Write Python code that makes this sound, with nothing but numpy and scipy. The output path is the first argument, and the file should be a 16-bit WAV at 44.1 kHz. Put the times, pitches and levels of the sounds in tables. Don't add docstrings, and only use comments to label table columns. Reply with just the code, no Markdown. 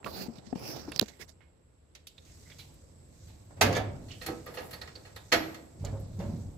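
import sys
import numpy as np
from scipy import signal
from scipy.fft import rfft, irfft, next_fast_len
from scipy.io import wavfile

SR = 44100
rng = np.random.default_rng(int(sys.argv[2]) if len(sys.argv) > 2 else 0)


def volts_from_db(level):
    exponent = np.asarray(level, float) / 20
    return 10 ** exponent


def file_out(sig):
    cols = np.atleast_2d(sig).T
    lim = np.clip(cols, -1, 1)
    pcm = np.round(lim * 32767).astype(np.int16)
    wavfile.write(sys.argv[1], SR, pcm)


N = 289760

# pitch_hz, level_db_per_hz
RUMBLE_COLOUR = [(15, -59), (25, -18), (86, 3), (106, -12), (140, -6), (185, -17.5), (372, -14), (417, -25),
                 (458, -10), (539, -24), (1980, -34), (6500, -43.5), (8450, -82), (14300, -120)]
RUMBLE_DB, INSECT_DB, AIR_DB = -56.5, -75, -82.5
# low_hz, high_hz
INSECT_HZ = (7400, 8200)
# leans in from_s, to_s, steps back from_s, to_s
SHADE_S = (1.2, 1.5, 2.0, 2.3)
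INSECTS_SHADED_DB, RUMBLE_SHADED_DB, AIR_SHADED_DB = -8.5, -4, -4.5
# pitch_hz, likeness (1 = same in both)
LIKENESS = [(60, 0.92), (180, 0.82), (550, 0.1), (1650, 0), (4970, 0.0), (15000, 0.53)]
# pitch_hz, left_right_db
LEANING = [(60, -0.5), (180, 0.5), (550, -3.5), (1650, -2.5), (4970, -8), (15000, 13.5)]
BAND_EDGES_HZ = 22 * 2 ** (np.arange(30) / 3)
BARN_T60_S, BARN_CUT_HZ, BARN_DB = 0.55, 6300, -18

# pitch_hz, level_db_per_hz
SKIN_COLOUR = [(590, -36), (1000, -6), (1190, -18), (1500, -5), (1870, -2), (3050, -6.5), (4730, -2.5),
               (7350, -5.5), (8360, -13), (11300, 3), (15500, -11.5)]
# pitch_hz, level_db_per_hz
CASE_COLOUR = [(71, -33), (120, -2), (422, -6), (500, -8), (903, -9.5), (983, -16.5), (1230, -17.5),
               (1500, -23), (1950, -51), (3300, -120)]
# start_s, left_right_db, whistle_hz, treble_db
GRIP = [
    (0, -11.5, 4430, 2),
    (.25, -9.5, 4600, -2.5),
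    (.5, -20.5, 4300, -28),
    (.6, -4.5, 5210, -4.5),
    (.8, -6.5, 5620, -3),
    (1.0, -17.5, 4540, -8.5),
    (1.1, -27.5, 3870, -10.5),
    (1.22, -34.5, 5200, -5.5),
    (1.45, -12, 4400, 0),
]
# start_s, length_s, peak_db, share_before_peak
STROKES = [(.045, 0.23, -44, 0.73), (.27, 0.34, -63.5, 0.061), (.345, 0.054, -57, 0.28),
           (.46, 0.022, -61.5, 0.49), (.555, 0.3, -44.5, 0.47), (.86, 0.058, -53, 0.55),
           (.915, 0.068, -48.5, 0.99), (1.015, 0.028, -48, 0.26), (1.055, .016, -56.5, .3),
           (1.1, .1, -68.5, 0.11), (1.08, 0.028, -54, 0.14), (1.195, 0.045, -53.5, 0.46),
           (1.28, 0.03, -61, 0.51)]
SWELL_DB = 11
SET_DOWN_S, LIFT_OFF_S = .005, .014
WHISTLES_FROM_DB = -48.5
SHEEN_HZ, SHEEN_DB = 14600, -7
CASE_GAIN_DB, CASE_SWELL_DB, CASE_LINGERS_S = 3, 5.5, 0.01
HELD_DB, LET_GO_S, LET_GO_DB_PER_S = -56, 0.56, 20
# start_s, peak_db, pitch_hz, left_right_db, t60_ms
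TICKS = [(0.029, -55.5, 1300, -17, 40), (0.045, -40.5, 2600, -15, 16), (0.046, -55, 5800, -11, 10),
         (0.0622, -36, 1147, -12.5, 92), (0.3835, -55, 3900, -17, 34.2), (0.5279, -38, 890, -9, 7.1),
         (0.5572, -45, 880, -9, 19), (0.763, -65, 897, 4.5, 29), (0.877, -50.5, 800, -5.5, 90),
         (0.919, -40.5, 2690, -10, 39), (0.9618, -35.5, 5594, -22, 12), (1.4068, -68, 2170, -17.5, 290)]
# start_s, peak_db, pitch_hz, left_right_db, t60_ms
KNOCKS = [(0.043, -40.5, 209, 13, 120), (0.06, -42, 546, -29, 38), (0.282, -26, 230, 8, 100),
          (0.382, -21.5, 146, 7, 18), (0.47, -39.5, 219, 16, 60), (0.527, -22, 260, 16, 44),
          (0.528, -27.5, 724, -15, 20), (0.554, -23.5, 198, 23.5, 27), (0.762, -29.5, 418, -12, 29),
          (0.879, -28, 294, 5, 100), (0.92, -38.5, 250, -15, 26), (0.958, -26.5, 152, 2.5, 38),
          (1.0152, -9.5, 334, 6, 16.5), (1.016, -21, 210, 5, 59), (1.0262, -13, 449, -17.5, 14),
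          (1.197, -36, 365, 4, 30)]
# start_s, peak_db, pitch_hz, left_right_db, t60_ms
SNAP = [(.919, -30, 10500, -10, 5), (.921, -44.5, 4570, -11, 33), (.9916, -25.5, 4400, -20, 5.7),
        (.9948, -16, 4800, -30.5, 3), (.9949, -20, 11500, -7, 8.2), (.9964, -9.5, 4000, -25.5, 3.5),
        (1.011, -32, 3000, -25.5, 5), (1.0135, -20, 3900, -14, 4), (1.0136, -22.5, 6800, -15, 3.3),
        (1.0137, -28.5, 10800, -7, 5.6), (1.0265, -37.5, 3900, -14.5, 6.6)]
# start_s, peak_db, pitch_hz, left_right_db, t60_ms
CRACKS = [(.7633, -39, 800, -5, 25), (.8776, -44, 700, -3, 40), (.9917, -37, 2200, -15, 5),
          (.995, -25, 2300, -20, 3), (.9966, -21, 2800, -20, 6), (.9967, -26, 1500, -20, 6),
          (1.0137, -27, 1500, -12, 6), (1.0266, -39, 6500, -10, 6), (4.4628, -46, 12500, 3, 25),
          (4.5741, -40, 1900, -3, 14), (4.7087, -48, 11500, 3, 20), (5.3186, -23, 1700, -3, 14),
          (5.9661, -47, 900, -2, 30)]

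# start_s, panel_shake_db, metal_slide_db
MOTION = [(2.12, -69, -74), (2.29, -56, -62.5), (2.5, -52, -60.5), (2.77, -53.5, -69.5), (3.03, -55.5, -74),
          (3.25, -51, -64.5), (3.57, -50.5, -73), (3.64, -28.5, -82), (4.07, -42, -63),
          (4.33, -47.5, -59.5), (4.62, -47, -64), (5.1, -51.5, -65.5), (5.5, -53.5, -61), (5.7, -58.5, -69),
          (5.84, -35.5, -66.5), (6.12, -38.5, -66), (6.3, -32, -61.5), (6.57, -43, -70.5)]
# pitch_hz, width_hz, level_db
BOOM = [(58.4, 35, -22), (101.54, 3.7, -3.5), (130, 68, -1.5)]
# pitch_hz, level_db_per_hz
DRUM_COLOUR = [(76, -30), (130, -49.5), (231, -1), (340, -8.5), (567, -6.5), (756, -14.5), (872, -13.5),
               (1500, -37.5), (1950, -61), (3300, -120)]
DRUM_DB, DRUM_FOLLOWS = -58.5, 0.52
# pitch_hz, level_db_per_hz
SCRAPE_COLOUR = [(530, -39), (900, -14.5), (2410, -2.5), (2920, -24), (3150, -10.5), (4440, 1), (5600, -3),
                 (7000, 1.5), (9100, 0.5), (15400, -120)]
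FIZZ_DB = -9.5
# start_s, length_s, peak_db, share_before_peak
SQUEEZE = [
    (4.47, 0.23, -58, 0.83),
    (4.725, 0.054, -56.5, 0.16),
]

# start_s, peak_db, weight_db, edge_db
TOUCHES = [
    (1.9505, -41, -12.5, -25.5),
    (2.0697, -39, -53, -17),
    (2.4997, -47.5, -6, -47),
    (2.7402, -70, -19.5, 2),
    (3.5064, -66, 25, -15.5),
    (5.9986, -65, 14.5, -0.5),
]
# start_s, peak_db, weight_db, edge_db
BLOWS = [
    (3.6107, -11, 0.5, -18),
    (3.6198, -20, -22, -32),
    (3.7244, -30, 6, -23),
    (3.7493, -30, 0.5, -25),
    (3.7644, -28, 7, -20.5),
    (5.3177, -22.5, -5.5, -21),
    (5.3212, -13.5, -1.5, -28),
    (5.329, -19.5, -1, -22),
]
# start_s, peak_db, weight_db, edge_db
RATTLES = [
    (4.1138, -39.5, -39, -54),
    (4.262, -32, -5.5, -12),
    (4.2844, -46, 15.5, -27),
    (4.7086, -44.5, -5, -9),
    (4.7306, -41.5, 0.5, -16),
    (4.814, -43, 2.5, -18),
    (4.874, -44, -2, -35),
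    (5.1609, -44, 2, -13),
    (5.544, -42.5, -3.5, -22),
]
# start_s, peak_db, weight_db, edge_db
HOOD_GRAZES = [
    (2.2496, -51, -9, -19),
    (2.584, -41.5, -26, -15),
    (3.27, -50.5, -1, -19),
    (3.5651, -53.5, 17.5, -19),
    (5.7964, -54, -2, -17),
    (5.846, -45, 13.5, -20),
    (6.19, -43.5, 13, -19),
]
# start_s, peak_db, weight_db, edge_db
ROD_GRAZES = [
    (4.082, -45, -12, -32),
    (4.214, -35.5, -4, -19.5),
    (4.4627, -42.5, 9.5, -29),
    (4.539, -42, 2, -10),
    (4.57, -35.5, 6, -45),
    (4.9536, -56, 12.5, -26),
    (5.0495, -47.5, 3.5, -23),
]
# t60_ms, middle_db, touch_ms
KINDS = [
    (94, 0.5, 0.17),
    (128.4, 3.5, 3.9),
    (138.7, 5.5, 0.64),
    (230, -5, 14),
    (206, 2, 10),
]
MIDDLE_FOLLOWS = 0.77
# pitch_hz, level_db_per_hz
SHEET_COLOUR = [(88, -40), (150, -18.5), (624, -9), (702, -10), (979, -16), (1290, -16), (1420, -13),
                (1530, -16.5), (1660, -10.5), (4490, -14), (8900, -14.5), (11700, -16.5), (16000, -40)]
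# pitch_hz, t60_factor
LASTING = [(150, 4.2), (500, 2.08), (1500, 1.11), (4000, 0.85), (9000, 0.46), (16000, 0.62)]
STEP = 16
# pitch_hz, width_hz, level_db
PANEL_MODES = [
    [(577, 33, -14), (720, 27, -9), (1497, 32, -30.5), (1810, 25, -33.5), (2395, 200, -9.5),
     (2088, 50, -38), (4600, 140, -1.5), (5880, 120, -2.5), (6640, 630, 7)],
    [(322, 16, -19), (502, 20, -4.5), (703, 19, -7.5), (1290, 19, -13), (1410, 43, -10), (1904, 65, -3.5),
     (1695, 17, -16), (1950, 120, -0.5), (2600, 69, -16), (490, 15, -10.5), (2820, 59, -2), (3540, 21, -12),
     (4290, 42, -6.5), (4800, 120, -29)],
]
# from_s, to_s
ROD_FREE_S = (4.0, 5.7)
HUM = 1.5
# start_s, peak_db, pitch_hz, t60_ms
PINGS = [(2.069, -37, 3770, 19), (2.179, -45.5, 3680, 39), (2.498, -57, 2000, 60), (4.1, -52.5, 2967, 300),
         (4.7292, -49, 4400, 160), (4.813, -40, 4334, 73), (4.9521, -45, 4470, 74),
         (5.1612, -46.5, 4250, 58), (5.8471, -52, 4330, 126), (5.8481, -34, 7170, 27),
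         (2.499, -55, 1930, 60), (2.456, -64.5, 2010, 300), (2.513, -47.5, 2210, 50),
           (2.515, -56.5, 3410, 100), (2.587, -57, 2350, 136), (2.588, -48, 4000, 116),
           (3.653, -33, 1710, 140), (3.748, -42, 3420, 200), (3.756, -38, 2290, 120), (3.76, -41, 6250, 60),
           (4.213, -62, 1890, 160), (4.212, -53, 2580, 110), (4.215, -60, 2980, 120),
           (4.212, -39.5, 3900, 28), (4.573, -42.5, 2810, 87), (4.731, -59, 1850, 240),
           (4.815, -51.5, 1830, 170), (5.162, -58.5, 3660, 220)]
PART_CYCLES, PART_NOISE_DB = 18, 4
# start_s, peak_db, pitch_hz, left_right_db, t60_ms
SPRING = [
    (4.262, -42, 12500, 4, 120),
    (5.322, -43, 12460, 4, 560),
]
# start_s, peak_db, pitch_hz, t60_ms
BODY = [
    (3.63, -32.5, 279.7, 1000),
    (5.328, -30.5, 319.6, 610),
    (5.803, -24, 98.5, 460),
]
# start_s, peak_db, pitch_hz, t60_ms
THUDS = [(3.611, -16, 741, 85), (3.613, -29, 417, 140), (3.659, -24, 545, 210), (3.7, -28, 517, 260),
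         (3.766, -19.5, 585, 72), (3.8, -31.5, 753, 145), (3.875, -42, 582, 310), (4.269, -35, 328.8, 440),
         (4.294, -31, 326, 190), (4.32, -39.5, 355, 140), (5.838, -36, 560, 115), (5.914, -37.5, 273, 190),
         (5.93, -42.5, 545, 420), (5.966, -63, 790, 89), (6.195, -40.5, 560, 610), (6.195, -42, 707, 100),
         (6.185, -20, 188, 88), (6.247, -27.5, 178, 154), (6.235, -35, 225, 660), (6.421, -25, 91.4, 170),
         (6.199, -29, 101, 260), (6.33, -30.5, 170, 155)]
# start_s, peak_db, pitch_hz, t60_ms
CHIMES = [(3.612, -23, 1543, 104), (3.612, -27.5, 2528, 200), (3.612, -35, 2074, 180),
          (3.612, -27, 897, 180), (3.614, -25, 236.5, 310), (3.625, -35, 1277, 270), (3.69, -30, 692, 260),
          (3.69, -44, 1090, 280), (3.757, -31.5, 1722, 205), (3.762, -29, 511.6, 220),
          (4.213, -49, 1857, 160), (4.275, -38, 776, 280), (4.28, -49, 1292, 340), (4.31, -34.5, 484, 260),
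          (4.38, -42.5, 492, 250), (4.465, -42, 1208, 110), (4.468, -46.5, 484, 520),
          (4.573, -51, 680, 130), (4.575, -42.5, 1705, 140), (4.73, -47, 4010, 110), (4.814, -57, 4140, 70),
          (5.322, -28, 1526, 200), (5.322, -31, 2525, 130), (5.322, -27, 2203, 170),
          (5.322, -28, 1807, 140), (5.322, -32, 3130, 110), (5.322, -26, 4410, 80), (5.322, -37, 3900, 110),
          (5.33, -29, 685, 320), (5.54, -56, 2105, 190), (5.86, -51.5, 1200, 140), (5.862, -53, 3010, 75),
          (5.87, -52, 2300, 65), (5.88, -54, 1714, 110), (6.2, -59, 3600, 100), (6.201, -60, 1710, 220),
          (6.21, -58, 2770, 120), (6.25, -56, 1080, 150), (6.31, -49, 704, 160)]
# start_s, peak_db, pitch_hz, t60_ms
SWINGS = [(.081, -46, 81, 740), (.801, -46, 73.4, 500), (2.251, -47.5, 82, 1300), (2.451, -50, 79.6, 780),
          (3.201, -45, 76, 700), (3.561, -40.5, 105.5, 310), (3.6121, -23, 99, 550), (3.681, -29, 139, 250),
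          (3.751, -26.5, 105, 610), (4.051, -44, 92.3, 510)]
PARTS_LEFT_DB, BODY_LEFT_DB, CHIMES_LEFT_DB = -8.5, -1.5, -6.5
NOTCH_HZ, NOTCH_WIDTH_HZ, NOTCH_DEPTH = 9150, 3200, 0.67
TOP_HZ = 15900


def rms_one(x):
    return x / np.sqrt(np.mean(x ** 2) + 1e-20)


def in_time(rows):
    s, *columns = np.transpose(rows)
    return [np.interp(np.arange(N) / SR, s, c) for c in columns]


def at_hz(points, hz):
    points = np.array(points)
    return np.interp(np.log(hz), np.log(points[:, 0]), points[:, 1])


def filtered(x, order, hz, kind):
    return signal.sosfilt(signal.butter(order, hz, kind, fs=SR, output="sos"), x)


def pan(x, left_db):
    return np.array([x[0] * volts_from_db(left_db / 2), x[-1] * volts_from_db(-left_db / 2)])


def placed(rows, left_db):
    return [(s, peak_db, hz, left_db, t60_ms) for s, peak_db, hz, t60_ms in rows]


def drift(rate):
    r = np.exp(-80 * np.pi * rate / SR)
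    slow = signal.lfilter([1], [1, -2 * r, r * r], rng.standard_normal(N // 40 + 2002))[2000:]
    return np.interp(np.arange(N) / 40, np.arange(len(slow)), rms_one(slow))


def ring(clicks, hz, t60):
    r = volts_from_db(-60 / (max(t60, .001) * SR))
    w = 2 * np.pi * hz / SR
    return signal.lfilter([0, np.sin(w)], [1, -2 * r * np.cos(w), r * r], clicks + 1e-18)


def bands(gain_at, span_hz, alike=1.0, grain_db=0.0, size=N):
    out = np.zeros((2, N))
    grains = volts_from_db(grain_db * np.minimum(rng.exponential(1, size), 4))
    white = rng.standard_normal((2, 2, size)) * grains
    for k, (low, high) in enumerate(zip(BAND_EDGES_HZ, BAND_EDGES_HZ[1:])):
        hz = np.sqrt(low * high)
        if span_hz[0] < hz < span_hz[1]:
            mid, side = filtered(white[k % 2], 2, [low, high], "band")
            share = np.clip(alike * at_hz(LIKENESS, hz), -1, 1)
            pair = np.sqrt(1 + share) * mid + np.sqrt(1 - share) * side * [[1], [-1]]
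            out[:, :size] += gain_at(hz)[:size] * pan(pair, at_hz(LEANING, hz))
    return out


def coloured(spectrum, span_hz, patchy_db, alike=0.93, grain_db=0.0, size=N):
    together = drift(60)

    def flicker(hz):
        return volts_from_db(at_hz(spectrum, hz) + patchy_db * (.6 * together + drift(6)))
    return rms_one(bands(flicker, span_hz, alike, grain_db, size)) * np.sqrt(size / N)


def strokes(rows, swell_db, fade_s):
    t, power = np.arange(N) / SR, 1e-12
    for s, length, peak_db, share in rows:
        peak_s = s + length * np.clip(share, .05, .95)
        shape_db = np.interp(t, [s, peak_s, s + length], [-swell_db, 0, -swell_db])
        set_down = np.clip((t - s) / SET_DOWN_S + 1, 0, 1)
        lift_off = np.exp(-np.maximum(t - s - length, 0) / fade_s)
        power = power + (volts_from_db(peak_db + shape_db) * set_down * lift_off) ** 2
    return np.sqrt(power)


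def taps(events, soft, noisy_db, wide_db, cycles=3.2):
    long = max(e[4] for e in events) > 300
    out, t = np.zeros((2, N)), np.arange(SR // 4 * (3 if long else 1)) / SR
    noise = rng.standard_normal((len(events), len(t)))
    for (s, peak_db, hz, left_db, t60_ms), puff in zip(events, noise):
        near = rms_one(ring(puff, hz, cycles / hz))
        fade = volts_from_db(-60e3 * t / max(t60_ms, 2)) * (1 - np.exp(-t * hz / soft))
        tone = np.sin(2 * np.pi * hz * t)
        wave = volts_from_db(peak_db) * fade * (tone + volts_from_db(noisy_db) * near + volts_from_db(wide_db) * puff)
        at = round(s * SR)
        out[:, at:at + len(t)] += pan([wave], left_db)[:, :N - at]
    return out


def background():
    def band(edges):
        return rms_one(filtered(rng.standard_normal((2, N)), 3, edges, "band"))
    shade = np.interp(np.arange(N) / SR, SHADE_S, [0, 1, 1, 0])
    insects = volts_from_db(INSECT_DB + 9.5 + 1.1 * drift(6.9)) * band(INSECT_HZ)
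    air = volts_from_db(AIR_DB) * band((9800, 12000))
    rumble = volts_from_db(RUMBLE_DB + RUMBLE_SHADED_DB * shade) * coloured(RUMBLE_COLOUR, (22, 7000), 0.67, alike=1.0)
    return rumble + volts_from_db(INSECTS_SHADED_DB * shade) * insects + volts_from_db(AIR_SHADED_DB * shade) * air


def barn(x):
    size = next_fast_len(N + SR)
    w = 2 * np.pi * np.arange(size // 2 + 1) / size
    dull = 1 / (1 + 1j * w * SR / (2 * np.pi * BARN_CUT_HZ))
    lags = rng.uniform(.02, .06, (2, 8)) * SR
    loops = [[volts_from_db(-60 * d / SR / BARN_T60_S) * dull * np.exp(-1j * w * d) for d in side] for side in lags]
    echo = [sum((-1) ** k * g / (1 - g) for k, g in enumerate(side)) for side in loops]
    return irfft(rfft(x.mean(axis=0), size) * np.array(echo), size)[:, :N]


def rubbing():
    left_db, whistle_hz, treble_db = in_time(GRIP)
    t = np.arange(N) / SR
    sliding = strokes(STROKES, SWELL_DB, LIFT_OFF_S)
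    firm = np.minimum(sliding / volts_from_db(WHISTLES_FROM_DB), 1)

    narrow = filtered(rng.standard_normal((2, 2, N)), 3, 480, "low")
    whistle_turn = np.exp(2j * np.pi * np.cumsum(whistle_hz) / SR)
    whistle = rms_one(np.real((narrow[0] + 1j * narrow[1]) * whistle_turn))
    sheen_turn = np.exp(2j * np.pi * SHEEN_HZ * t)
    sheen = rms_one(np.real((narrow[1] + 1j * narrow[0, ::-1]) ** 2 * sheen_turn))

    skin = coloured(SKIN_COLOUR, (1000, 17000), 3.5, alike=-0.14, grain_db=4.5, size=2 * SR)
    treble = filtered(skin, 4, 8500, "high") + volts_from_db(SHEEN_DB) * sheen * firm
    hiss = filtered(skin, 4, 8500, "low") + volts_from_db(treble_db + 1.5 * drift(25)) * treble
    hiss = hiss + volts_from_db(-1.0 + 1.7 * drift(30)) * whistle * firm

    held = volts_from_db(HELD_DB - LET_GO_DB_PER_S * np.maximum(t - LET_GO_S, 0))
    pressed = np.hypot(held, volts_from_db(CASE_GAIN_DB) * strokes(STROKES, CASE_SWELL_DB, CASE_LINGERS_S))
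    rumble = coloured(CASE_COLOUR, (110, 1500), 2.2, alike=.1, size=2 * SR)
    rumble = rumble * pressed * np.clip((1.67 - t) / 0.065, 0, 1)
    return pan(hiss, left_db) * sliding + rumble


def moving_hood():
    boom_db, scrape_db = in_time(MOTION)
    shake = rng.standard_normal((2, N))
    shake[1] = 1.07 * shake[0] + 0.3 * shake[1]
    boom = sum(volts_from_db(db) * rms_one(ring(shake, hz, 2.0 / width_hz)) for hz, width_hz, db in BOOM)
    boom = rms_one(boom) * volts_from_db(boom_db - 3.0)
    drum = coloured(DRUM_COLOUR, (130, 1500), 4.6) * volts_from_db(DRUM_DB - 6.5 + DRUM_FOLLOWS * (boom_db + 51.5))
    scrape = coloured(SCRAPE_COLOUR, (900, 8000), 1.6, grain_db=4.5) * volts_from_db(scrape_db + 2)
    fizz = coloured([(9500, 15.0), (12000, 18.0), (16000, -9.0)], (9000, 17000), 1.6, grain_db=7.5)
    slipping = np.hypot(volts_from_db(scrape_db + FIZZ_DB), strokes(SQUEEZE, 7.9, LIFT_OFF_S))
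    fizz = fizz * slipping * volts_from_db(2.0)
    started = np.clip((np.arange(N) / SR - MOTION[0][0]) / 0.058, 0, 1)
    return (boom + drum + scrape + fizz) * started


def contacts():
    tables = (TOUCHES, BLOWS, RATTLES, HOOD_GRAZES, ROD_GRAZES)
    return np.transpose([row + kind for rows, kind in zip(tables, KINDS) for row in rows])


def hit_colour(hz):
    _, peak_db, weight_db, edge_db, _, middle_db, _ = contacts()
    middle_db = middle_db + MIDDLE_FOLLOWS * weight_db
    tilt_db = [at_hz([(600, low + 2.5), (1400, mid + 3), (2800, 0.0063), (6500, 0.011), (10500, high + 19)], hz)
               for low, mid, high in zip(weight_db, middle_db, edge_db)]
    return peak_db + tilt_db


def clatter():
    s, _, _, _, t60_ms, _, touch_ms = contacts()[:, :, None]
    t60, touch_s = t60_ms / 1000, touch_ms / 1000
    coarse = np.arange(0, N + STEP, STEP)
    since_s = np.arange(SR // STEP)[None] * STEP / SR
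    at = (s * SR / STEP).astype(int) + np.arange(SR // STEP)

    def envelope(hz):
        rise = 1 - np.exp(-since_s / (touch_s + 1.2 / hz))
        lost_db = -60 * since_s / (t60 * at_hz(LASTING, hz))
        fade = volts_from_db(lost_db) + volts_from_db(lost_db / 3.98 - 14.0)
        power = (volts_from_db(hit_colour(hz))[:, None] * rise * fade) ** 2
        total = np.bincount(at.ravel(), power.ravel(), len(coarse))[:len(coarse)]
        return np.interp(np.arange(N), coarse, np.sqrt(total)) * volts_from_db(at_hz(SHEET_COLOUR, hz) + 7.0)
    return bands(envelope, (140, 17000), grain_db=2.0)


def ringing(shaking):
    s, out = contacts()[0], np.zeros((2, N))
    n = np.arange(900)
    chatter = rng.standard_normal(900) * volts_from_db(-30 * n / 900) * (rng.random(900) < .04)

    def free(when_s):
        return (when_s > ROD_FREE_S[0]) & (when_s < ROD_FREE_S[1])
    now = free(np.arange(N) / SR)
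    for modes, struck, shaken in zip(PANEL_MODES, (~free(s), free(s)), (~now, now)):
        luck_db = rng.normal(0, 2.2, (len(s), len(modes)))
        for k, (hz, width_hz, level_db) in enumerate(modes):
            width_hz = max(width_hz, 24)
            clicks = shaking * shaken * width_hz * HUM / SR
            clicks[(s * SR).astype(int)] += volts_from_db(hit_colour(hz) + level_db - 9 + luck_db[:, k]) * struck
            heard = abs(chatter @ np.exp(-2j * np.pi * hz / SR * n))
            even = max(heard, .7 * np.linalg.norm(chatter))
            rung = ring(clicks / even, hz, 4 / width_hz)
            flip = -1 if k % 3 == 1 and hz > 600 else 1
            out += pan([rung], at_hz(LEANING, hz) + rng.normal(0, 6.5)) * [[1], [flip]]
    return signal.fftconvolve(out, chatter[None])[:, :N]


def scene():
    snap = -taps(SNAP, .3, -16, -13)
    knocks = taps(KNOCKS, .9, -8, -45)
    handling = rubbing() + taps(TICKS, 0.12, 1.5, -36.0) + snap + knocks
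    handling = filtered(handling, 2, 70, "high")

    noisy, moving = clatter(), moving_hood()
    parts = taps(placed(PINGS, PARTS_LEFT_DB), 16.7, PART_NOISE_DB, -53.0, cycles=PART_CYCLES)
    spring = taps(SPRING, 11, -21.5, -46)
    metal = filtered(noisy + ringing(noisy[1]) + parts + spring, 3, 190, "high")
    metal = metal + taps(placed(BODY + THUDS, BODY_LEFT_DB), 1.8, -4.0, -80.5)
    room, far = barn(metal), background()

    chimes = taps(placed(CHIMES, CHIMES_LEFT_DB), 4.0, -12.5, -57.5)
    swings = taps(placed(SWINGS, BODY_LEFT_DB), 1.0, -10.5, -91)
    cracks = taps(CRACKS, .4, -3.0, -22)
    return handling + cracks + metal + chimes + swings + volts_from_db(BARN_DB) * room + moving + far


def band_limit(x):
    return signal.sosfilt(signal.butter(12, 16800, fs=SR, output="sos"), x)


def record(dry):
    dip = signal.lfilter(*signal.iirpeak(NOTCH_HZ, NOTCH_HZ / NOTCH_WIDTH_HZ, fs=SR), dry)
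    heard = filtered(dry - NOTCH_DEPTH * dip, 2, 38, "high")
    overloaded = 1.433 * np.tanh(heard / 1.572)
    mix = signal.sosfilt(signal.cheby2(8, 30, TOP_HZ + 450, fs=SR, output="sos"), overloaded)
    return band_limit(mix)


dry = scene()
out = record(dry)
file_out(out)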